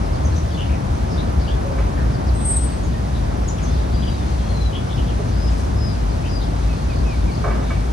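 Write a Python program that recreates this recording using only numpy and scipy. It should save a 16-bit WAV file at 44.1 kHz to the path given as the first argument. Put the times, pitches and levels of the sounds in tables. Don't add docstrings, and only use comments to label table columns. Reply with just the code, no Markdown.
import sys
import numpy as np
from scipy import signal
from scipy.fft import rfft, irfft
from scipy.io import wavfile
from scipy.ndimage import uniform_filter1d

SR = 44100
rng = np.random.default_rng(int(sys.argv[2]) if len(sys.argv) > 2 else 0)


def decibels_to_gain(level_db):
    exponent = np.asarray(level_db, float) / 20
    return 10 ** exponent


def output_pcm(signal):
    pcm = np.clip(np.atleast_2d(signal).T, -1, 1) * 32767
    wavfile.write(sys.argv[1], SR, np.round(pcm).astype(np.int16))


N = 349272
TIME = np.arange(N) / SR

# (time [s], pitch [Hz], level [dB], left over right [dB])
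SHRILL = [
    (2.338, 8260, -52, 3.0),
    (2.385, 8470, -41, -2),
    (2.42, 8395, -35, -3),
    (2.455, 8330, -28, 3),
    (2.505, 8270, -23, -1),
    (2.575, 8255, -23, 0),
    (2.603, 8265, -34, 4),
    (2.65, 8252, -32, 4),
    (2.725, 8240, -52, 5),
]
# (time [s], pitch [Hz], level [dB])
ARCS = [
    [(3.92, 4520, -54), (3.955, 4760, -51), (4.05, 4830, -52), (4.13, 4720, -48), (4.17, 4580, -54),
     (4.23, 4340, -63), (4.29, 4210, -51), (4.31, 4180, -58)],
    [(3.95, 3800, -56), (4.02, 3960, -54), (4.08, 3940, -58), (4.15, 3860, -52), (4.18, 3670, -57),
     (4.225, 3500, -54), (4.25, 3450, -58)],
    [(4.375, 4020, -60), (4.395, 4120, -57), (4.43, 4180, -62), (4.448, 4215, -45), (4.465, 4225, -60)],
    [(4.482, 4230, -56), (4.5, 4225, -44), (4.53, 4170, -52), (4.572, 4095, -45), (4.588, 4050, -51),
     (4.62, 4035, -42), (4.67, 3990, -43), (4.705, 3830, -53)],
    [(4.38, 3190, -58), (4.43, 3270, -57), (4.52, 3360, -57), (4.56, 3390, -63), (4.64, 3370, -59),
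     (4.72, 3300, -61)],
    [(6.24, 4700, -60), (6.29, 4840, -53), (6.325, 4950, -49), (6.345, 4910, -47), (6.368, 4870, -40),
     (6.38, 4820, -43), (6.392, 4450, -50)],
]
# (time [s], length [s], from [Hz], to [Hz], level [dB])
SWELLING_NOTES = [
    (5.335, .148, 4950, 5150, -48),
    (5.755, 0.122, 5085, 5060, -44),
]
# (time [s], length [s], from [Hz], to [Hz], level [dB])
CHIPS = [
    (.235, 0.018, 7500, 5950, -54),
    (.25, 0.052, 6140, 5930, -52),
    (.35, 0.033, 7140, 6340, -55),
    (.355, 0.037, 5880, 6180, -45.5),
    (2.83, 0.043, 6830, 6180, -52),
    (3.475, 0.035, 7420, 5220, -44),
    (3.49, 0.06, 6560, 5920, -56),
    (3.625, 0.033, 7200, 5400, -45),
]
# (time [s], length [s], from [Hz], to [Hz], level [dB])
HELD_NOTES = [
    (.245, 0.025, 6400, 6200, -46),
    (3.481, 0.015, 6770, 6700, -35.5),
    (3.56, 0.044, 5870, 5902, -54),
    (3.635, 0.074, 6300, 6230, -51),
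]
# (time [s], length [s], from [Hz], to [Hz], level [dB])
PIPS = [(.505, 0.015, 3400, 3170, -50), (.542, 0.023, 3450, 3460, -44), (.57, 0.09, 3480, 3430, -51),
        (.752, .035, 1970, 1954, -50), (6.255, .035, 3060, 3100, -44), (3.67, 0.074, 3390, 3640, -51),
        (1.46, 0.074, 4720, 4530, -54), (2.94, 0.027, 1850, 1790, -45), (3.76, 0.026, 4560, 4530, -51),
        (4.74, 0.057, 3350, 3367, -44.5), (6.68, 0.06, 2662, 2486, -47.5), (6.89, 0.047, 2633, 2292, -45.5),
        (7.05, 0.062, 2610, 2460, -46), (7.1, 0.062, 2475, 2228, -45), (7.275, 0.034, 2494, 2177, -44.5)]
# (time [s], length [s], from [Hz], to [Hz], level [dB])
BURRS = [(.57, 0.066, 3090, 3030, -44), (.685, 0.025, 2253, 2600, -49), (.722, .025, 2730, 2200, -47),
         (1.17, 0.063, 3490, 4140, -47.5), (1.47, 0.059, 3076, 3420, -44.5),
         (1.96, 0.066, 1745, 1613, -45.5), (4.02, 0.03, 3320, 3107, -45.5),
         (4.062, 0.032, 3200, 3040, -43.5), (4.725, 0.053, 3020, 3250, -43.5),
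         (4.89, 0.05, 3230, 3490, -45), (4.97, 0.035, 3280, 2950, -47), (5.07, 0.039, 3300, 3050, -49),
         (6.23, 0.042, 2500, 2800, -48), (6.41, 0.043, 3750, 3550, -53)]
# (time [s], length [s], from [Hz], to [Hz], level [dB])
SCOLDS = [(.13, 0.033, 5200, 4230, -57), (.48, 0.088, 5240, 4070, -57), (1.09, 0.1, 5620, 4250, -54),
          (1.38, 0.083, 5100, 3760, -55), (2.27, 0.027, 5050, 4210, -52), (2.92, 0.031, 4636, 2235, -58),
          (3.58, 0.022, 3530, 1515, -51.5), (5.46, 0.077, 3643, 2000, -57), (5.59, .05, 5860, 5260, -59),
          (5.895, 0.03, 4300, 3802, -55), (6.4, 0.031, 4420, 3680, -50), (2.12, 0.039, 5170, 4400, -57),
          (2.62, 0.051, 5190, 4510, -62)]
# (time [s], level [dB])
TWITTER_RUNS = [
    (6.7, -58),
    (6.9, -55),
    (7.096, -57),
    (7.309, -54),
]
# (time [s], blow level [dB], brightest pitch [Hz], ring share [0-1])
KNOCKS = [(1.78, -24.5, 1500, 0.6), (5.19, -21.5, 412, 0.79), (5.5, -48, 5970, .05),
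          (5.572, -48, 9050, 0.1), (7.061, -28, 600, 0.6), (7.44, -15, 959, 0.71), (7.454, -22, 640, 0.63),
          (7.462, -17, 644.6, 0.7), (7.478, -25, 2254, 0.93), (7.481, -21.5, 400, 0.7),
          (7.482, -25, 1200, 0.73), (7.503, -21, 1500, 0.8), (7.516, -25, 1250, 0.5),
          (7.532, -33, 1886, 0.69), (7.552, -25, 601, 0.74), (7.575, -35, 1700, 0.7),
          (7.597, -24.5, 599.4, 0.43), (7.62, -28, 1100, 0.65), (7.7, -26, 1300, 0.83),
          (7.703, -16.5, 2500, 0.94), (7.718, -29, 1250, 0.87), (7.733, -31, 2260, 0.8)]
# (pitch [Hz], level [dB], 60 dB decay time [s])
FRAME_MODES = [(428.5, 5, 0.096), (558, 0, 0.088), (609, 0.5, 0.11), (675, 1, 0.092), (1099, 3, 0.041),
               (1195, 6.5, 0.053), (1250, 3, 0.056), (1547, -3, 0.063), (1685, -7, 0.06), (1850, -9, 0.051),
               (2025, -19, 0.024), (2264, 0, 0.052), (2950, -20, 0.055)]
# (time [s], length [s], from [Hz], to [Hz], level [dB])
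HUM = (1.645, .17, 550, 545, -37)
# (time [s], pitch [Hz])
ENGINE = [(0, 66.1), (.26, 74.8), (.73, 69.6), (1.39, 65.9), (1.85, 53.3), (2.27, 62.86), (2.42, 54.3),
          (2.58, 63.3), (2.87, 55.2), (3.17, 61), (3.5, 53.4), (3.95, 63.4), (4.3, 67.35), (4.5, 54.2),
          (4.8, 62.5), (5.4, 53.34), (5.8, 64.86), (6.04, 53.3)]
# (middle [s], length [s], level [dB])
SURGES = [(0, 0.044, -11), (0.283, 0.37, -19), (0.711, 0.078, -10.5), (0.924, .16, -32),
          (1.382, 0.07, -9.5), (1.535, 0.048, -14), (1.81, 0.12, -13), (2.095, 0.22, -16.5),
          (2.31, 0.15, -11), (2.58, 0.25, -16.5), (2.87, .1, -20), (3.05, 0.079, -19),
          (3.168, 0.099, -16.5), (3.41, .1, -14), (3.782, 0.31, -15), (3.951, 0.067, -13),
          (4.132, 0.25, -18), (4.375, 0.15, -15), (4.614, 0.21, -16), (5.042, 0.28, -18),
          (5.357, 0.14, -15), (5.501, 0.12, -13), (5.65, 0.055, -16), (5.805, 0.1, -17), (6.061, 0.15, -18),
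          (6.334, 0.62, -21.5), (6.651, 0.22, -16.5), (6.85, 0.085, -13), (7.05, 0.086, -11),
          (7.211, 0.16, -16.5)]
# (time [s], swell [dB])
TRAFFIC = [(0, 0.5), (.8, 0.9), (1.72, 1.5), (2.2, 1.5), (2.6, -0.5), (3.3, 0), (3.64, 0.5), (4.2, -1),
           (4.85, 0), (5.6, -0.7), (6.2, -0.1), (6.64, -1), (7.4, -0.2), (7.55, 1), (7.7, -0.9), (7.92, -1)]
# (pitch [Hz], left [dB per Hz], right [dB per Hz], likeness [0-1], right lead [rad])
CITY = [(24, -65, -62, 0.95, -7), (40.7, -43.5, -43.5, 0.99, 1), (48.7, -37, -39, 1, -0.5),
        (69.5, -39.5, -41, 1, -0.5), (153, -46, -48.5, 0.89, .5), (229.5, -50.5, -53, 0.96, 0.83),
        (456, -58, -60, 0.7, 2.06), (697, -58, -57, 0.76, 2.5), (1020, -63.5, -63, 0.52, 3),
        (2000, -74.5, -75, 0.36, 1), (2900, -78.5, -79, 0.3, 0.74), (5000, -79, -82.5, 0.43, 0.93),
        (6690, -80.5, -87, 0.4, 1.15), (7020, -90, -87.5, 0, 0.5), (10360, -86, -90.5, 1, 2)]
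# (pitch [Hz], left [dB per Hz], right [dB per Hz], likeness [0-1], right lead [rad])
LEAF_HISS = [(10330, -100, -100, 0.88, 1.9), (10490, -86.5, -88, 0.96, 3.94),
             (10930, -83.5, -81.5, 0.87, 4.13), (11080, -88, -87, 0.7, 5), (11740, -91.5, -104, .85, 6.5),
             (11900, -98, -112, 0.854, 5.5)]


def in_time(rows):
    s, *columns = np.transpose(rows)
    return [np.interp(TIME, s, c) for c in columns]


def drift(rate, size):
    r = np.exp(-2 * np.pi * rate / SR)
    slow = signal.lfilter([1], [1, -2 * r, r * r], rng.standard_normal(size))
    return slow / np.std(slow)


def panned(x, pan_db):
    return np.array([x * decibels_to_gain(pan_db / 2), x * decibels_to_gain(-pan_db / 2)])


def whistle(rows, pan_db, lead, flutter_db, wobble_hz):
    out = np.zeros((2, N))
    span = slice(round(rows[0][0] * SR), round(rows[-1][0] * SR))
    s, hz, db = np.transpose(rows)[:3]
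    t = TIME[span]
    pan_db = np.broadcast_to(pan_db, N)[span]
    ends = np.clip(np.minimum(t - s[0], s[-1] - t) / 0.0017, 0, 1)
    level_db = np.interp(t, s, db) + flutter_db * drift(40.0, size=SR)[-len(t):]
    strength = np.sqrt(2) * ends * decibels_to_gain(level_db)
    pitch = np.interp(t, s, hz) + wobble_hz * drift(61.0, size=SR)[-len(t):]
    phase = 2 * np.pi * np.cumsum(pitch) / SR
    left = decibels_to_gain(pan_db / 2) * np.sin(phase)
    right = decibels_to_gain(-pan_db / 2) * np.sin(phase + lead)
    out[:, span] = strength * np.array([left, right])
    return out


def note(s, length, from_hz, to_hz, db, swell_db=10, drop_hz=430):
    top, drop_s = 0.9, 0.012
    return [(s, from_hz, db - swell_db),
            (s + top * length, from_hz + top * (to_hz - from_hz), db),
            (s + length, to_hz, db),
            (s + length + drop_s, to_hz - drop_hz, db - 1.5)]


def calls(table, wobble_hz, sharpness, rasp):
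    out = np.zeros(N)
    for s, length, from_hz, to_hz, db in table:
        start, along = round(s * SR), np.linspace(0, 1, round(length * SR))
        shake = drift(480.0, size=9000)[:len(along)]
        pulse = drift(260.0, size=9000)[:len(along)]
        hz = from_hz + (to_hz - from_hz) * along + wobble_hz * shake
        strength = np.sin(np.pi * along) ** sharpness * (1 + rasp * pulse)
        tone = np.sin(2 * np.pi * np.cumsum(hz) / SR)
        out[start:start + len(along)] += decibels_to_gain(db + 5.0) * strength * tone
    return out


def twitter():
    run_s, flicks_per_s, top_hz, bottom_hz = 0.1, 37, 5010, 3960
    out, since = np.zeros(N), TIME[:round(run_s * SR)]
    for s, db in TWITTER_RUNS:
        start = round(s * SR)
        uneven = 0.13 * drift(28.0, size=9000)[:len(since)]
        flick = np.minimum((since * flicks_per_s + uneven) % 1 / 0.58, 1)
        phase = 2 * np.pi * np.cumsum(top_hz + (bottom_hz - top_hz) * flick) / SR
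        out[start:start + len(since)] += decibels_to_gain(db + 11.5) * np.sin(np.pi * flick) * np.sin(phase)
    return out


def chorus():
    count, low_hz, high_hz, fall, length_s = 45, 3800, 6700, 0.14, 0.06
    when, pitch, long, loud = rng.random((count, 4)).T
    from_hz = low_hz * (high_hz / low_hz) ** pitch
    level_db = -59 + 2 * (2 * loud - 1)
    start_s = when * (N / SR - 3 * length_s)
    return np.transpose([start_s, length_s * (0.5 + long), from_hz, from_hz * (1 - fall), level_db])


def knocks():
    spread_db, tilt_db = 1.5, 4
    out, spread = np.zeros(N + SR), rng.standard_normal((len(KNOCKS), len(FRAME_MODES)))
    since = TIME[:SR // 4]
    onset = 1 - np.exp(-since / 0.008)
    for (s, db, bright_hz, share), chance in zip(KNOCKS, spread):
        edges = [bright_hz / 1.8, min(bright_hz * 1.4, 11000)]
        band = signal.butter(2, edges, "band", fs=SR, output="sos")
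        crack = signal.sosfilt(band, rng.standard_normal(len(since)))
        blow = (1 - share) * decibels_to_gain(11.5 - 60 * since / 0.25) * crack
        for (hz, mode_db, t60), c in zip(FRAME_MODES, chance):
            off_peak_db = tilt_db * np.log2(hz / bright_hz) ** 2
            gain = share * decibels_to_gain(mode_db - 0.5 + spread_db * c - off_peak_db)
            blow = blow + gain * decibels_to_gain(-60 * since / t60) * np.sin(2 * np.pi * hz * since)
        start = round(s * SR)
        out[start:start + len(since)] += decibels_to_gain(db) * onset * blow
    return out[:N]


def scatter(x, t60, wet_db):
    since = TIME[:SR // 2]
    tail = rng.standard_normal((2, len(since))) * decibels_to_gain(-60 * since / t60)
    tail /= np.sqrt(np.sum(tail ** 2, axis=1, keepdims=True))
    return x + decibels_to_gain(wet_db) * signal.fftconvolve(x, tail, axes=1)[:, :N]


def drone():
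    lull_db, idle_db, idle_from_s = -27, -19, 7.38
    creep_hz = 1.25 * np.maximum(TIME - ENGINE[-1][0], 0)
    hz = in_time(ENGINE)[0] + creep_hz
    coarse = TIME[::50]
    strength = decibels_to_gain(lull_db) + decibels_to_gain(idle_db) * np.clip((coarse - idle_from_s) / 0.07, 0, 1)
    for s, length, db in SURGES:
        strength = strength + decibels_to_gain(db) * np.exp(-2.8 * ((coarse - s) / (length / 2)) ** 2 / 2)
    tone = np.sin(2 * np.pi * np.cumsum(hz) / SR + 0.54 * drift(10.0, size=N))
    return panned(np.sqrt(2) * decibels_to_gain(-4.5) * np.interp(TIME, coarse, strength) * tone, pan_db=1.0)


def field(table):
    hz = np.maximum(np.fft.rfftfreq(N, 1 / SR), 1)
    at, *columns = np.transpose(table)
    left_db, right_db, alike, lead = [np.interp(np.log(hz), np.log(at), c) for c in columns]
    alike = np.clip(alike, 0, 1)
    inside = (hz > at[0] / 2) & (hz < at[-1])
    shared, own = rfft(rng.standard_normal((2, N))) * np.sqrt(SR / 2) * inside
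    right = alike * np.exp(1j * lead) * shared + np.sqrt(1 - alike ** 2) * own
    return irfft(np.array([shared * decibels_to_gain(left_db), right * decibels_to_gain(right_db)]), N)


def city():
    rumble = field(CITY)
    bass = signal.sosfiltfilt(signal.butter(2, 300, fs=SR, output="sos"), rumble)
    bright = signal.sosfiltfilt(signal.butter(2, 2000, "high", fs=SR, output="sos"), rumble)
    swell_db = in_time(TRAFFIC)[0]
    swell_db = swell_db - swell_db.mean()
    out = field(LEAF_HISS)
    for part, share in ((bass, 0.17), (rumble - bass - bright, 1), (bright, -0.43)):
        wander_db = 0.5 * drift(2.8, size=N)
        out = out + part * decibels_to_gain(share * swell_db + wander_db)
    return out


def masked(x):
    from_hz, depth_db = 7200, 21
    up_db, down_db, below_db = 44, 60, 11
    hz, _, cells = signal.stft(x, SR, nperseg=1024)
    power = uniform_filter1d(np.mean(abs(cells) ** 2, axis=0), size=3, axis=1)
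    level = 10 * np.log10(power + 1e-20)
    high = np.where(hz[:, None] > from_hz, level, -200)
    peak = high.max(axis=0)
    octaves = np.log2(np.maximum(hz[:, None], 1) / hz[high.argmax(axis=0)])
    slope_db = np.where(octaves > 0, up_db * octaves, below_db - down_db * octaves)
    hidden = peak - depth_db - slope_db
    band = 10 * np.log10(uniform_filter1d(10 ** (level / 10), size=9, axis=0))
    ahead = np.roll(hidden, -1, axis=1)
    cells = cells * ((band > ahead) | (level > peak - depth_db))

    centre = cells.mean(axis=0)
    frames = cells.shape[-1]
    chance = np.repeat(rng.random((3, frames)), 3, axis=1)[:, :frames]
    low = 9700 + 300 * (chance[0] < 0.07)
    upper = 10420 + 170 * (chance[1] < 0.3)
    top = 11760 - 250 * (chance[2] < 0.35)
    gap_power = np.mean(abs(centre[(hz > 9700) & (hz < 10420)]) ** 2, axis=0)
    low = np.where(gap_power > np.median(gap_power) * decibels_to_gain(2 * 4.5), 9700 + 1.5 * 300, low)
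    in_gap = (hz[:, None] > low) & (hz[:, None] < upper)
    cells = (cells - centre * in_gap) * (hz[:, None] < top)
    return signal.istft(cells, SR, nperseg=1024)[1][:, :N]


def scene():
    shrill = whistle(SHRILL, in_time(SHRILL)[2], lead=1.55, flutter_db=2.5, wobble_hz=13)
    glides = sum(whistle(rows, pan_db=9.0, lead=0.48, flutter_db=1.8, wobble_hz=22) for rows in ARCS)
    notes = sum(whistle(note(*row), pan_db=10.0, lead=0.36, flutter_db=2.5, wobble_hz=50)
                for row in SWELLING_NOTES)
    near = scatter(shrill, t60=0.55, wet_db=-11)
    near = near + scatter(glides, t60=0.25, wet_db=-4) + scatter(notes, t60=0.4, wet_db=2.5)

    sparrows = calls(CHIPS, wobble_hz=282, sharpness=0.31, rasp=0.26)
    sparrows += calls(HELD_NOTES, wobble_hz=90, sharpness=0.89, rasp=0.32)
    small = calls(BURRS, wobble_hz=190, sharpness=0.35, rasp=0.78)
    small += calls(SCOLDS, wobble_hz=357, sharpness=0.094, rasp=1.0)
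    small += calls(chorus(), wobble_hz=251, sharpness=0.44, rasp=1.0) + twitter()
    chirps = panned(sparrows + small, pan_db=3.5)
    pips = panned(calls(PIPS, wobble_hz=30, sharpness=0.45, rasp=0.3), pan_db=1.0)
    far = scatter(chirps, t60=0.25, wet_db=1) + scatter(pips, t60=0.25, wet_db=-4)
    far = far + scatter(panned(knocks(), pan_db=-2), t60=0.4, wet_db=-5)

    hum_rows = note(*HUM, swell_db=-1, drop_hz=0)
    hum = whistle(hum_rows, pan_db=-1.0, lead=0.37, flutter_db=3.0, wobble_hz=3.9)
    return near + far + hum + drone() + city()


def top_cut(x):
    return signal.sosfilt(signal.butter(12, 11800, fs=SR, output="sos"), x)


def record(dry):
    low_cut = signal.sosfilt(signal.butter(3, 43.0, "high", fs=SR, output="sos"), dry)
    mix = masked(low_cut)
    return top_cut(mix)


dry = scene()
out = record(dry)
output_pcm(out)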